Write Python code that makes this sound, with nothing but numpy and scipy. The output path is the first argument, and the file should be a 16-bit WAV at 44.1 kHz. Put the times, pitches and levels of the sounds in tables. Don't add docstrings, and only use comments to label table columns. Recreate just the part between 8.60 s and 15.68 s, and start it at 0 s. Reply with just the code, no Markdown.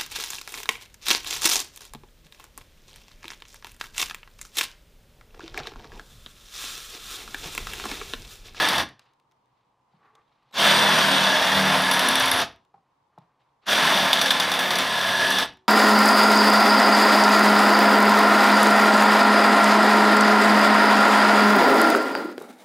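import sys
import numpy as np
from scipy import signal
from scipy.fft import rfft, irfft
from scipy.io import wavfile
from scipy.ndimage import uniform_filter1d

SR = 44100
rng = np.random.default_rng(int(sys.argv[2]) if len(sys.argv) > 2 else 0)


def amplitude_ratio(level_db):
    exponent = np.asarray(level_db, float) / 20
    return 10 ** exponent


def unload_wav(signal):
    wavfile.write(
        sys.argv[1],
        SR,
        np.round(np.clip(np.atleast_2d(signal).T, -1, 1) * 32767).astype(np.int16),
    )


N = 312228
TIME = np.arange(N) / SR


def level(x, db):
    return x * amplitude_ratio(db) / np.sqrt(np.mean(x ** 2))


def noise():
    return rng.standard_normal(N)


def colour(x, spectrum, size=4096):
    hz, db = np.transpose(spectrum)
    log_hz = np.log(np.fft.rfftfreq(size, 1 / SR) + 1)
    log_gain = np.interp(log_hz, np.log(hz), db) * np.log(10) / 20
    cepstrum = irfft(log_gain)
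    cepstrum[1:size // 2] *= 2
    cepstrum[size // 2 + 1:] = 0
    return signal.fftconvolve(x, irfft(np.exp(rfft(cepstrum))))[:len(x)]


def band(x, lo_hz, hi_hz, order=2):
    sos = signal.butter(order, [lo_hz, min(hi_hz, SR / 2.1)], "bandpass", fs=SR, output="sos")
    return signal.sosfilt(sos, x)


def peak(x, hz, width):
    return signal.lfilter(*signal.iirpeak(hz, hz / width, fs=SR), x)


def peaks(x, modes):
    return sum(amplitude_ratio(db) * peak(x, hz, width) for hz, width, db in modes)


def ring(x, modes):
    return sum(amplitude_ratio(db) / np.sqrt(width) * peak(x, hz, width) for hz, width, db in modes)


def walk(rate):
    hold = int(SR / rate)
    steps = np.repeat(rng.standard_normal(N // hold + 1), hold)
    return 1.3 * uniform_filter1d(uniform_filter1d(steps, hold), hold)[:N]


def burst(times, db, decay_s, rough=0.69):
    kicks = np.zeros(N)
    kicks[np.clip((np.asarray(times) * SR).astype(int), 0, N - 1)] = amplitude_ratio(np.asarray(db))
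    grain = noise()
    decay = signal.lfilter([1], [1, -np.exp(-1 / (decay_s * SR))], kicks)
    return (rough * grain + (1 - rough) * np.sign(grain)) * decay


def swells(rows, rest_db=-120):
    power = sum(amplitude_ratio(db) ** 2 * np.exp(-2 * ((TIME - s) / half) ** 2) for s, half, db in rows)
    return np.sqrt(amplitude_ratio(rest_db) ** 2 + power)


# time in seconds, strokes a second [Hz],
# feed pressure as scrape level in dB.
RUNS = [
    [(0.0, 36.6, -22.5), (0.19, 37.5, -24.5), (0.235, 38.4, -20.5)],
    [(1.926, 40.2, -18), (2.13, 41.0, -19), (2.34, 40.0, -20.5), (2.72, 38.7, -22), (2.842, 38.2, -22.5),
     (2.95, 38.9, -21.5), (3.24, 37.8, -23), (3.68, 37.7, -23), (3.85, 37, -24)],
    [(5.056, 41.1, -19.5), (5.31, 39.7, -21), (5.42, 38.4, -22), (5.63, 37.8, -25.5), (6.03, 37.7, -26.5),
     (6.176, 37.8, -25), (6.3, 37.9, -27.5), (6.66, 37.9, -24), (6.86, 37.9, -25.5)],
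]
SPIN_UP_S = [.07, 0.12, 0.06]


def controls():
    s, rate, feed_db = np.vstack(RUNS).T
    press, release = np.array([(run[0][0], run[-1][0]) for run in RUNS]).T
    which = np.searchsorted(press, TIME, "right") - 1
    since = np.where(which > 0, TIME - press[which], np.inf)
    still_slow = np.clip(1 - since / np.take(SPIN_UP_S, which), 0, 1) ** 2.97
    coast = np.clip(1 - (release[which] - TIME) / 0.029, 0, 1)
    scrape_db = np.interp(np.minimum(TIME, release[which]), s, feed_db)
    scrape_db = scrape_db - 42 * still_slow - 12 * coast
    bright_db = -2 * np.exp(-since / 0.095) + 0.76 * walk(9.9)
    return np.interp(TIME, s, rate), scrape_db, bright_db


def running(brake_s=0.005):
    on = sum(1. * ((TIME >= run[0][0]) & (TIME < run[-1][0])) for run in RUNS)
    step = 1 / (brake_s * SR)
    return np.maximum(on, signal.lfilter([step], [1, step - 1], on))


def saw():
    rate, scrape_db, bright_db = controls()
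    turn = 2 * np.pi * np.cumsum(rate) / SR
    on = running()
    bite = bites(turn, on)
    drive = colour(bite * noise(), SCRAPE)
    layers = cut(bite, drive, bright_db) + squeal(drive) + swarf(bite) + chatter(bite)
    layers = layers + rumble() + amplitude_ratio(-9.5) * on * crank(turn) + amplitude_ratio(4.5) * on * housing(turn)
    return amplitude_ratio(scrape_db) * layers


def bites(turn, on):
    stroke = 1 + 0.068 * np.cos(turn + 0.77 * walk(2.7))
    hard = np.repeat(rng.exponential(size=N // 16 + 1), 16)[:N]
    return stroke * amplitude_ratio(0.54 * walk(60) + 1.2 * hard) * on * hops()


# frequency in Hz, density in dB per Hz.
SCRAPE = [(20, -54.5), (100, -17), (190, -5.5), (330, -17.5), (480, -11.5), (650, -7), (1000, -7.5),
          (2500, 1), (3500, -6), (4700, -10.5), (6000, -14.5), (7300, -10), (9500, -22.5), (12000, -29.5),
          (13500, -32), (15600, -41.5)]
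# frequency in Hz, width in Hz, level in dB over the scrape there.
SHAFT = [(690, 110, -1), (905, 90, 1), (1035, 60, 2), (3470, 140, 5), (3600, 120, 4), (4716, 160, 1),
         (5420, 80, 0), (5800, 90, 8)]
# frequency in Hz, width in Hz, level in dB over the scrape there.
BLADE = [(7720, 60, 2), (8335, 80, 4), (9960, 45, 5), (10375, 70, 7), (10550, 250, 3), (10980, 150, 0),
         (12330, 120, 5), (13435, 35, 9)]
# middle in seconds, half length in seconds, level in dB over the scrape.
SHUDDERS = [
    (.19, 0.034, -12),
    (3.0, 0.097, -14),
    (3.68, 0.17, -17.5),
    (5.44, .05, -18.5),
    (6.45, 0.36, -20),
]
# middle in seconds, half length in seconds, edge boost in dB,
# body cut in dB.
SKATES = [
    (1.974, .05, 0.5, 2.5),
    (2.095, 0.086, 0, 2),
    (2.727, 0.15, 1, 1),
    (5.108, .08, 0.5, 2.5),
    (5.555, 0.12, 0.5, 0),
    (6.6, 0.21, 0, 1),
]
# middle in seconds, half length in seconds, hiss cut in dB.
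DULL = [
    (.24, 0.017, 0.5),
    (1.945, .035, 5.5),
    (3.845, 0.021, 2.5),
    (5.07, 0.016, 4.5),
]


def cut(bite, drive, bright_db):
    steel = colour(bite * noise(), SCRAPE)
    for mode in SHAFT + BLADE:
        steel = steel + peaks(drive * amplitude_ratio(1.3 * walk(25)), [mode])
    up_db, down_db = sum(np.outer(db, np.exp(-((TIME - s) / half) ** 2)) for s, half, *db in SKATES)
    dull_db = sum(db * np.exp(-((TIME - s) / half) ** 4) for s, half, db in DULL)
    body = amplitude_ratio(-down_db) * level(band(steel, 130, 2800), 2.64)
    edge = amplitude_ratio(1.5 + bright_db + up_db) * level(band(steel, 2300, 7000), 0.23)
    hiss = amplitude_ratio(-11.5 + bright_db - dull_db) * level(band(steel, 7000, 17000), 2.93)
    shudder = swells(SHUDDERS, -29) * level(band(steel, 20, 130), 1.1)
    return body + edge + hiss + shudder


# frequency in Hz, width in Hz, width of its skirt in Hz.
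SQUEAL = (1695, 75, 300)
# middle in seconds, half length in seconds, level in dB over the scrape.
SQUEALS = [(.03, 0.039, -4.5), (.19, 0.025, -4.5), (2.08, 0.033, -8), (2.72, .05, -3.5), (2.92, 0.032, -5),
           (3.24, 0.063, -5.5), (3.5, .3, -9), (5.25, 0.041, -11.5), (6.0, 0.062, -8), (6.33, 0.034, -9.5),
           (6.42, 0.066, -6), (6.62, 0.23, -4)]
# middle in seconds, half length in seconds, level in dB over the scrape.
SING = [
    (5.75, .25, -18),
    (6.1, 0.21, -18.5),
    (6.55, .2, -16),
]


def squeal(drive):
    hz, width, skirt = SQUEAL
    wide = level(peak(peak(drive, hz, width), hz, skirt), -0.64)
    line = level(peak(peak(drive, 1700, 36), hz, width), 0)
    return swells(SQUEALS, -13) * wide + swells(SING) * line


# middle in seconds, half length in seconds, level in dB over the scrape.
SWARF = [
    (.1, 0.15, -28.5),
    (2.05, .08, -27.5),
    (2.95, .15, -28),
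    (5.1, 0.071, -26.5),
    (5.4, .18, -24.5),
    (6.05, .15, -22),
    (6.4, 0.22, -28),
    (6.8, 0.074, -25.5),
]


def swarf(bite):
    return swells(SWARF, -31) * level(band(bite * noise(), 11000, 15000, order=3), 0)


# middle in seconds, half length in seconds, level in dB over the scrape.
CHATTERS = [(1.96, 0.047, -6.5), (2.1, .12, -6), (2.45, 0.18, -9), (2.7, 0.14, -11.5), (3.3, 0.34, -14),
            (5.15, .12, -8.5), (5.7, .3, -13.5), (5.59, .025, -6), (5.68, .015, -4), (5.83, .025, -5.5),
            (6.03, .025, -6.5), (6.125, .015, -4), (6.22, .025, -4)]
# frequency in Hz, width in Hz, level in dB.
CHATTER = [(1550, 270, 1), (2100, 400, 1), (3090, 200, -2.5)]


def chatter(bite):
    return swells(CHATTERS) * level(ring(bite * amplitude_ratio(1.7 * walk(150)) * noise(), CHATTER), 0)


def rumble():
    return amplitude_ratio(-32) * running(brake_s=.06) * level(band(noise(), 45, 200), 0)


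# multiple of the stroke rate, level in dB.
CRANK = [(2, -32), (3, -20.5), (6, -15), (8, -14.5), (9, -15.5), (12, -16.5), (14, -11), (15, -12),
         (18, -14.5), (24, -5.5), (27, -11)]


def crank(turn):
    out = 0
    for k, db in CRANK:
        phase = 2 * np.pi * rng.random() + 1.5 * walk(9.7)
        out = out + amplitude_ratio(db + 3.5 * walk(9)) * np.sin(k * turn + phase)
    return out


FLARES = {5: [(2.08, 0.031, -16), (2.33, 0.4, -13.5), (3.02, 0.11, -8.5), (3.23, 0.22, -15.5),
          (5.44, 0.054, -15), (5.97, 0.037, -28), (6.2, 0.93, -20.5)], 7: [(2.3, 0.023, -20),
          (2.54, 0.046, -12), (2.74, 0.067, -22), (3.35, 0.77, -16.5), (5.33, 0.024, -13),
          (5.62, 0.2, -17.5), (6.03, 0.075, -13), (6.22, 0.044, -14.5), (6.7, 0.15, -17)],
          10: [(3.78, 0.071, -26), (6.1, 0.19, -19.5), (6.7, 0.17, -21.5)], 16: [(2.5, 0.06, -22),
          (2.74, 0.09, -9), (2.95, .05, -14.5), (3.14, 0.056, -11), (5.3, 0.087, -19)],
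          17: [(2.3, 0.093, -14.5), (2.48, 0.13, -14), (2.66, 0.09, -15), (3.0, 0.097, -13.5),
          (3.4, 0.078, -24.5), (5.35, 0.13, -19), (5.62, 0.03, -13.5), (6.0, 0.7, -16.5),
          (6.66, 0.087, -16.5)]}
GEARS = {12: [(2.25, 0.15, -20), (5.2, 0.11, -22.5)], 13: [(5.92, 0.36, -17)], 14: [(2.55, 0.096, -15)],
         18: [(5.6, .06, -13), (6.6, .1, -12), (4.4, .1, -14)], 19: [(3.12, 0.074, -14),
         (3.45, 0.18, -17.5), (3.74, 0.087, -11.5), (5.75, 0.084, -15), (6.1, 0.29, -15), (6.5, 0.2, -15)],
         22.4: [(2.15, .08, -15), (2.95, 0.19, -14), (5.28, 0.087, -13), (5.78, 0.065, -12)],
         23: [(2.2, .1, -15.5), (2.7, 0.15, -12.5), (3.2, .1, -16.5)], 24: [(2.1, .1, -23),
         (3.63, 0.052, -15.5), (5.4, 0.093, -15), (6.7, 0.12, -13.5)], 25: [(3.38, 0.085, -10),
         (6.35, 0.063, -9)], 26: [(2.5, .1, -17), (3.5, .1, -10.5), (5.35, .06, -14)],
         27.3: [(3.17, .05, -8.5), (3.3, .04, -13), (3.65, 0.074, -9), (5.5, 0.052, -13), (5.75, .08, -9.5),
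         (6.32, 0.091, -6), (6.55, 0.16, -14.5)]}


def housing(turn):
    flare = {k: swells(rows, -27) for k, rows in FLARES.items()}
    out = flare[5] * (np.sin(5 * turn + .15 * walk(6)) + .5 * np.sin(4 * turn))
    out = out + flare[7] * np.sin(7 * turn + .2 * walk(6))
    for k in (10, 16, 17):
        out = out + flare[k] * np.sin(k * turn + .2 * walk(8))
    for k, rows in GEARS.items():
        out = out + swells(rows) * np.sin(k * turn + .4 * walk(7))
    return out


# time in seconds, clamp ping peak in dB, clank in dB.
SLAPS = [(0.022, -26, -29), (0.0867, -16.5, -15.5), (0.1808, -29.5, -18.5), (1.941, -68, -35),
         (1.9802, -37, -21), (2.918, -34.5, -23.5), (3.2196, -15, -21.5), (3.313, -16, -15.5),
         (3.337, -16.5, -21.5), (3.393, -14.5, -16), (3.487, -8.5, -16), (3.514, -25, -29),
         (3.5553, -11, -17), (3.5988, -14, -18), (3.625, -24.5, -30), (3.682, -20, -28),
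         (3.742, -22, -31.5), (3.776, -29.5, -27.5), (3.79, -27, -30), (3.801, -26, -28.5),
         (5.0845, -37.5, -33.5), (5.939, -30.5, -22.5), (6.4121, -34.5, -25), (3.6578, -14.5, -22.5),
         (3.715, -11.5, -17.5), (3.8158, -24, -27), (5.066, -48, -31.5), (5.095, -30, -28),
         (5.2664, -28.5, -22.5), (5.5302, -18.5, -12), (5.614, -27.5, -10.5), (5.659, -25.5, -19.5),
         (5.708, -25, -12), (5.7991, -32, -12), (5.9169, -30.5, -16), (5.9906, -32.5, -15.5),
         (6.1058, -30, -17), (6.1556, -28.5, -18.5), (6.1857, -23, -18), (6.5707, -31, -24),
         (6.705, -15, -19.5), (6.7851, -27, -15)]
# frequency in Hz, width in Hz, level in dB.
PING = [(10550, 700, 0), (11200, 900, -3), (9700, 900, -7)]
# middle in seconds, half length in seconds, level in dB.
RATTLES = [
    (3.16, .04, -38),
    (3.26, .04, -37.5),
    (3.34, 0.026, -32),
    (3.42, 0.027, -37),
    (3.6, 0.054, -45.5),
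    (3.73, .03, -36),
    (3.78, 0.026, -35.5),
    (6.72, 0.054, -46.5),
]


def slaps():
    s, ping_db, clank_db = np.transpose(SLAPS)
    ping = ring(burst(s, ping_db + 36.5, 0.00093) + burst(s, ping_db + 4.5, 0.014), PING)
    sizzle = band(ring(noise() * amplitude_ratio(4.1 * walk(220)), PING), 10150, 11250)
    ping = band(ping, 9000, 12500) + swells(RATTLES) * level(sizzle, -1)
    crack = band(burst(s, clank_db - 13.5, 0.0086) + burst(s, clank_db - 24.5, 0.025), 6000, 14300)
    blow = band(burst(s, clank_db + 2, 0.0051) + burst(s, clank_db - 10.5, 0.025), 560, 5330, order=4)
    clank = peaks(blow, SHAFT) + amplitude_ratio(10) * peak(blow, *SQUEAL[:2])
    return ping + crack + amplitude_ratio(1.5) * peaks(crack, BLADE) + amplitude_ratio(-0.5) * blow + amplitude_ratio(1) * clank


def hops():
    hop_s, dip_db = 0.0055, 0
    for s, _, clank_db in SLAPS:
        depth_db = -2.5 * np.clip((clank_db + 25) / 8, 0, 1)
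        dip_db = dip_db + depth_db * np.exp(-((TIME - s + hop_s) / hop_s) ** 2)
    return amplitude_ratio(dip_db)


# time in seconds, peak in dB.
CLANGS = [(0.0871, -21), (2.088, -19.5), (2.18, -21.5), (5.5305, -11), (5.572, -22.5), (5.592, -19.5),
          (5.659, -18.5), (5.682, -22.5), (5.7055, -11.5), (5.80, -21.5), (5.915, -22.5), (5.938, -21.5),
          (6.108, -22.5), (6.155, -22.5), (6.198, -19.5), (6.411, -28.5)]
# frequency in Hz, width in Hz, level in dB.
CLANG = [(3470, 170, 1.5), (3590, 140, -0.5), (3120, 400, -18)]


def clangs():
    s, db = np.transpose(CLANGS)
    return ring(burst(s, db + 37.5, 0.0035) + burst(s, db + 29.5, 0.016), CLANG)


# middle in seconds, half length in seconds, level in dB.
ROCKS = [
    (.2, 0.061, -38),
    (.3, 0.032, -57),
    (3.8, 0.085, -43),
    (3.92, 0.055, -58),
    (6.8, 0.11, -48),
    (6.92, .06, -62),
]


def rocks():
    return swells(ROCKS) * level(band(noise(), 50, 300), 0)


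# frequency in Hz, width in Hz, then the level in dB in each of the three runs.
STAND = [(374, 3, -63.5, -57.5, -46.5), (1790, 4, -59.5, -62, -53)]


def stand(tool):
    run = np.searchsorted([r[0][0] for r in RUNS], TIME, "right") - 1
    return sum(ring(tool * amplitude_ratio(np.take(db, run)), [(hz, width, 49)]) for hz, width, *db in STAND)


# frequency in Hz, level in dB.
WHINE = [(3914, -61), (4199, -72), (5340, -80), (7817, -72), (11693, -71), (15601, -80)]
WHINE_S = (1.912, 1.932, 1.955)


def whine():
    swell = np.interp(TIME, WHINE_S, [0, 1, 0]) ** 2
    return swell * sum(amplitude_ratio(db + 7) * np.sin(2 * np.pi * hz * TIME) for hz, db in WHINE)


# time in seconds, peak in dB, sparkle in dB over it.
TICKS = [(0.2894, -39, -18.5), (0.394, -40.5, -24), (0.441, -64, -12), (0.455, -62, -12),
         (0.535, -59.5, -14), (0.5985, -58, -12), (0.7127, -59, -20.5), (0.7195, -58.5, -12.5),
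         (0.8583, -66, -24), (1.5527, -46.5, -25.5), (1.6931, -78, -22), (1.83, -65, -9),
         (1.911, -54.5, -21), (3.9238, -50.5, -25.5), (3.9603, -52.5, -8), (4.0496, -57.5, -21.5),
         (4.585, -52, -13), (4.814, -73, -24), (6.9358, -48.5, -12), (6.9715, -48.5, -28)]
# frequency in Hz, width in Hz, level in dB.
CHIP = [(1190, 900, -9.5), (2980, 500, 4), (3650, 500, 7.5), (4680, 790, -2.5), (5810, 830, -8.5)]


def ticks():
    s, db, sparkle_db = np.transpose(TICKS)
    chip = ring(burst(s, db + 25, 0.0023), CHIP)
    sparkle = band(burst(s, db + sparkle_db - 0.5, .0015), 6500, 15000)
    return chip + sparkle + band(burst(s, db - 1, 0.006), 500, 2400)


# time in seconds, peak in dB, thud in dB over it.
KNOCKS = [
    (1.335, -71, 1),
    (1.358, -84, 9),
    (1.911, -64, -22),
    (4.141, -56, -14),
    (4.157, -70.5, -11.5),
    (4.177, -69, -10),
    (4.577, -51, -4),
]
# frequency in Hz, width in Hz, level in dB.
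BENCH = [(400, 230, 1), (623, 120, -8.5), (806, 140, 12.5), (991, 160, -11), (1750, 300, -10)]


def knocks():
    s, db, thud_db = np.transpose(KNOCKS)
    top = band(ring(burst(s, db + 40.5, 0.0068), BENCH), 220, 1100)
    thud = ring(burst(s + 0.0039, db + thud_db + 53.5, 0.0089), [(159.0, 41, 0)])
    scuff = band(burst(s + 0.0065, db - 7, .025), 600, 1300) + band(burst(s, db - 10.5, .012), 1500, 4500)
    return top + band(thud, 112, 260, order=3) + scuff


# middle in seconds, half length in seconds, rub in dB, crisp in dB.
SLEEVE = [(0.449, 0.077, -63, -68), (.98, .12, -86, -79), (1.348, 0.044, -71, -76), (1.44, 0.042, -58, -74),
          (1.526, 0.095, -59, -80), (1.807, 0.22, -69, -73.5), (4.288, 0.075, -75, -91),
          (4.563, 0.038, -64, -82), (4.615, .035, -65.5, -74), (4.72, 0.088, -70, -90),
          (4.813, .022, -68.5, -72.5), (4.888, 0.046, -70, -82), (5.05, 0.024, -59.5, -62)]
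# frequency in Hz, density in dB per Hz.
RUSTLE = [(200, -24), (450, -10), (600, -16), (815, -5), (980, -10), (1160, 0), (1350, -11), (1900, -14),
          (3000, -28), (8000, -50)]


def sleeve():
    rub = level(colour(noise() * amplitude_ratio(3 * walk(47)), RUSTLE), -3)
    crisp = level(band(noise() * amplitude_ratio(3.3 * walk(140)), 1700, 4300, order=3), -2.5)
    rows = np.array(SLEEVE)
    return swells(rows[:, :3]) * rub + swells(rows[:, [0, 1, 3]]) * crisp


# middle in seconds, half length in seconds, level in dB.
DRAGS = [
    (1.44, .03, -69),
    (1.5, .04, -74),
    (1.56, 0.055, -64.5),
    (1.61, 0.033, -70),
]
# frequency in Hz, width in Hz, level in dB.
TUBE = [(450.7, 45, -2.5), (830, 60, -0.5), (1140, 60, 0), (1550, 90, -8.5), (1945, 60, -10.5)]


def drags():
    return swells(DRAGS) * level(ring(ring(noise(), TUBE), TUBE), 0)


# frequency in Hz, time to fall 60 dB in seconds.
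GARAGE = [(150, .32), (500, .27), (1400, .26), (3300, .25), (6500, .18), (12500, .1)]


def garage(x, size=SR // 2, count=6):
    t, out = np.arange(size) / SR, 0
    for k in range(count):
        echo = 0
        for hz, t60 in GARAGE:
            diffuse = band(rng.standard_normal(size), hz / 1.78, hz * 1.855, order=4)
            echo = echo + diffuse * np.exp(-np.log(1000) * t / t60)
        echo = echo * np.clip(t / 0.032, 0, 1)
        turn = np.clip(1 - np.abs((TIME / .09 - k) % count - 1), 0, 1)
        sent = x * np.sin(np.pi / 2 * turn)
        out = out + signal.fftconvolve(sent, echo / np.sqrt(np.sum(echo ** 2)))[:N]
    return amplitude_ratio(-16) * out


# frequency in Hz, density in dB per Hz.
HUM = [(15, -44), (25, -21.5), (55, -17), (86, -19), (119, -8), (140, -4), (156, -16), (274, -16),
       (640, -17), (800, -12), (920, -8), (1050, -9), (1350, -22.5), (1900, -27.5), (3400, -31.5),
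       (4760, -35.5), (15600, -52.5)]


def hum():
    mid, side = (level(colour(noise(), HUM), -69) * amplitude_ratio(walk(0.65)) for _ in range(2))
    patchy = amplitude_ratio(-5 + np.minimum(18 * walk(20), 0))
    return mid + patchy * band(side, 350, 15000) * np.array([[1], [-1]])


def scene():
    tool = saw() + slaps() + clangs() + rocks()
    near = tool + stand(tool) + whine() + ticks() + knocks() + sleeve() + drags()
    return near + garage(near) + hum()


def top_cut(x):
    return signal.sosfilt(signal.butter(12, 15720, fs=SR, output="sos"), x)


# start in seconds, length in seconds,
# start frequency in Hz, width in Hz.
SLIPS = [(2.06, .95, 3950, 290), (2.08, .2, 3300, 170), (2.15, .17, 2950, 170), (2.2, .45, 2400, 170),
         (2.41, .15, 2630, 170), (2.15, .15, 2570, 130), (2.2, .28, 9700, 350), (2.1, .38, 10900, 300),
         (2.0, .42, 7250, 130), (2.55, .45, 14800, 900), (2.83, .17, 8950, 600), (2.83, .19, 6250, 170),
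         (5.35, .12, 8200, 500), (6.03, .08, 10400, 260), (6.8, .09, 5500, 260), (.1, .012, 1030, 90),
         (1.98, .012, 9500, 10000), (2.69, .07, 1880, 50), (3.1, .12, 3950, 50), (3.43, .012, 760, 90),
         (5.075, .012, 500, 50), (5.065, .012, 1800, 130), (5.065, .012, 2750, 200), (5.43, .05, 2950, 50),
         (5.6, .012, 930, 170), (6.34, .04, 5150, 50), (6.57, .04, 4050, 50)]


def record(dry):
    hz, s, z = signal.stft(dry, SR, nperseg=1024)
    slip = np.zeros(z.shape[1:])
    for start, length, start_hz, width in SLIPS:
        end_hz = start_hz - 1150 * length
        centre = np.interp(s, [start, start + length], [start_hz, end_hz], left=-1e5, right=-1e5)
        slip[np.abs(hz[:, None] - centre) < width / 2] = .75
    opposite = np.array([1, -1])[:, None, None]
    wet = signal.istft(z * np.exp(1j * slip * opposite), SR, nperseg=1024)[1][:, :N]
    wet = 1.56 * np.tanh(wet / 1.64)
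    wet = signal.sosfilt(signal.ellip(8, .2, 60, 15700, fs=SR, output="sos"), wet)
    return top_cut(wet)


dry = scene()
out = record(dry)
unload_wav(out)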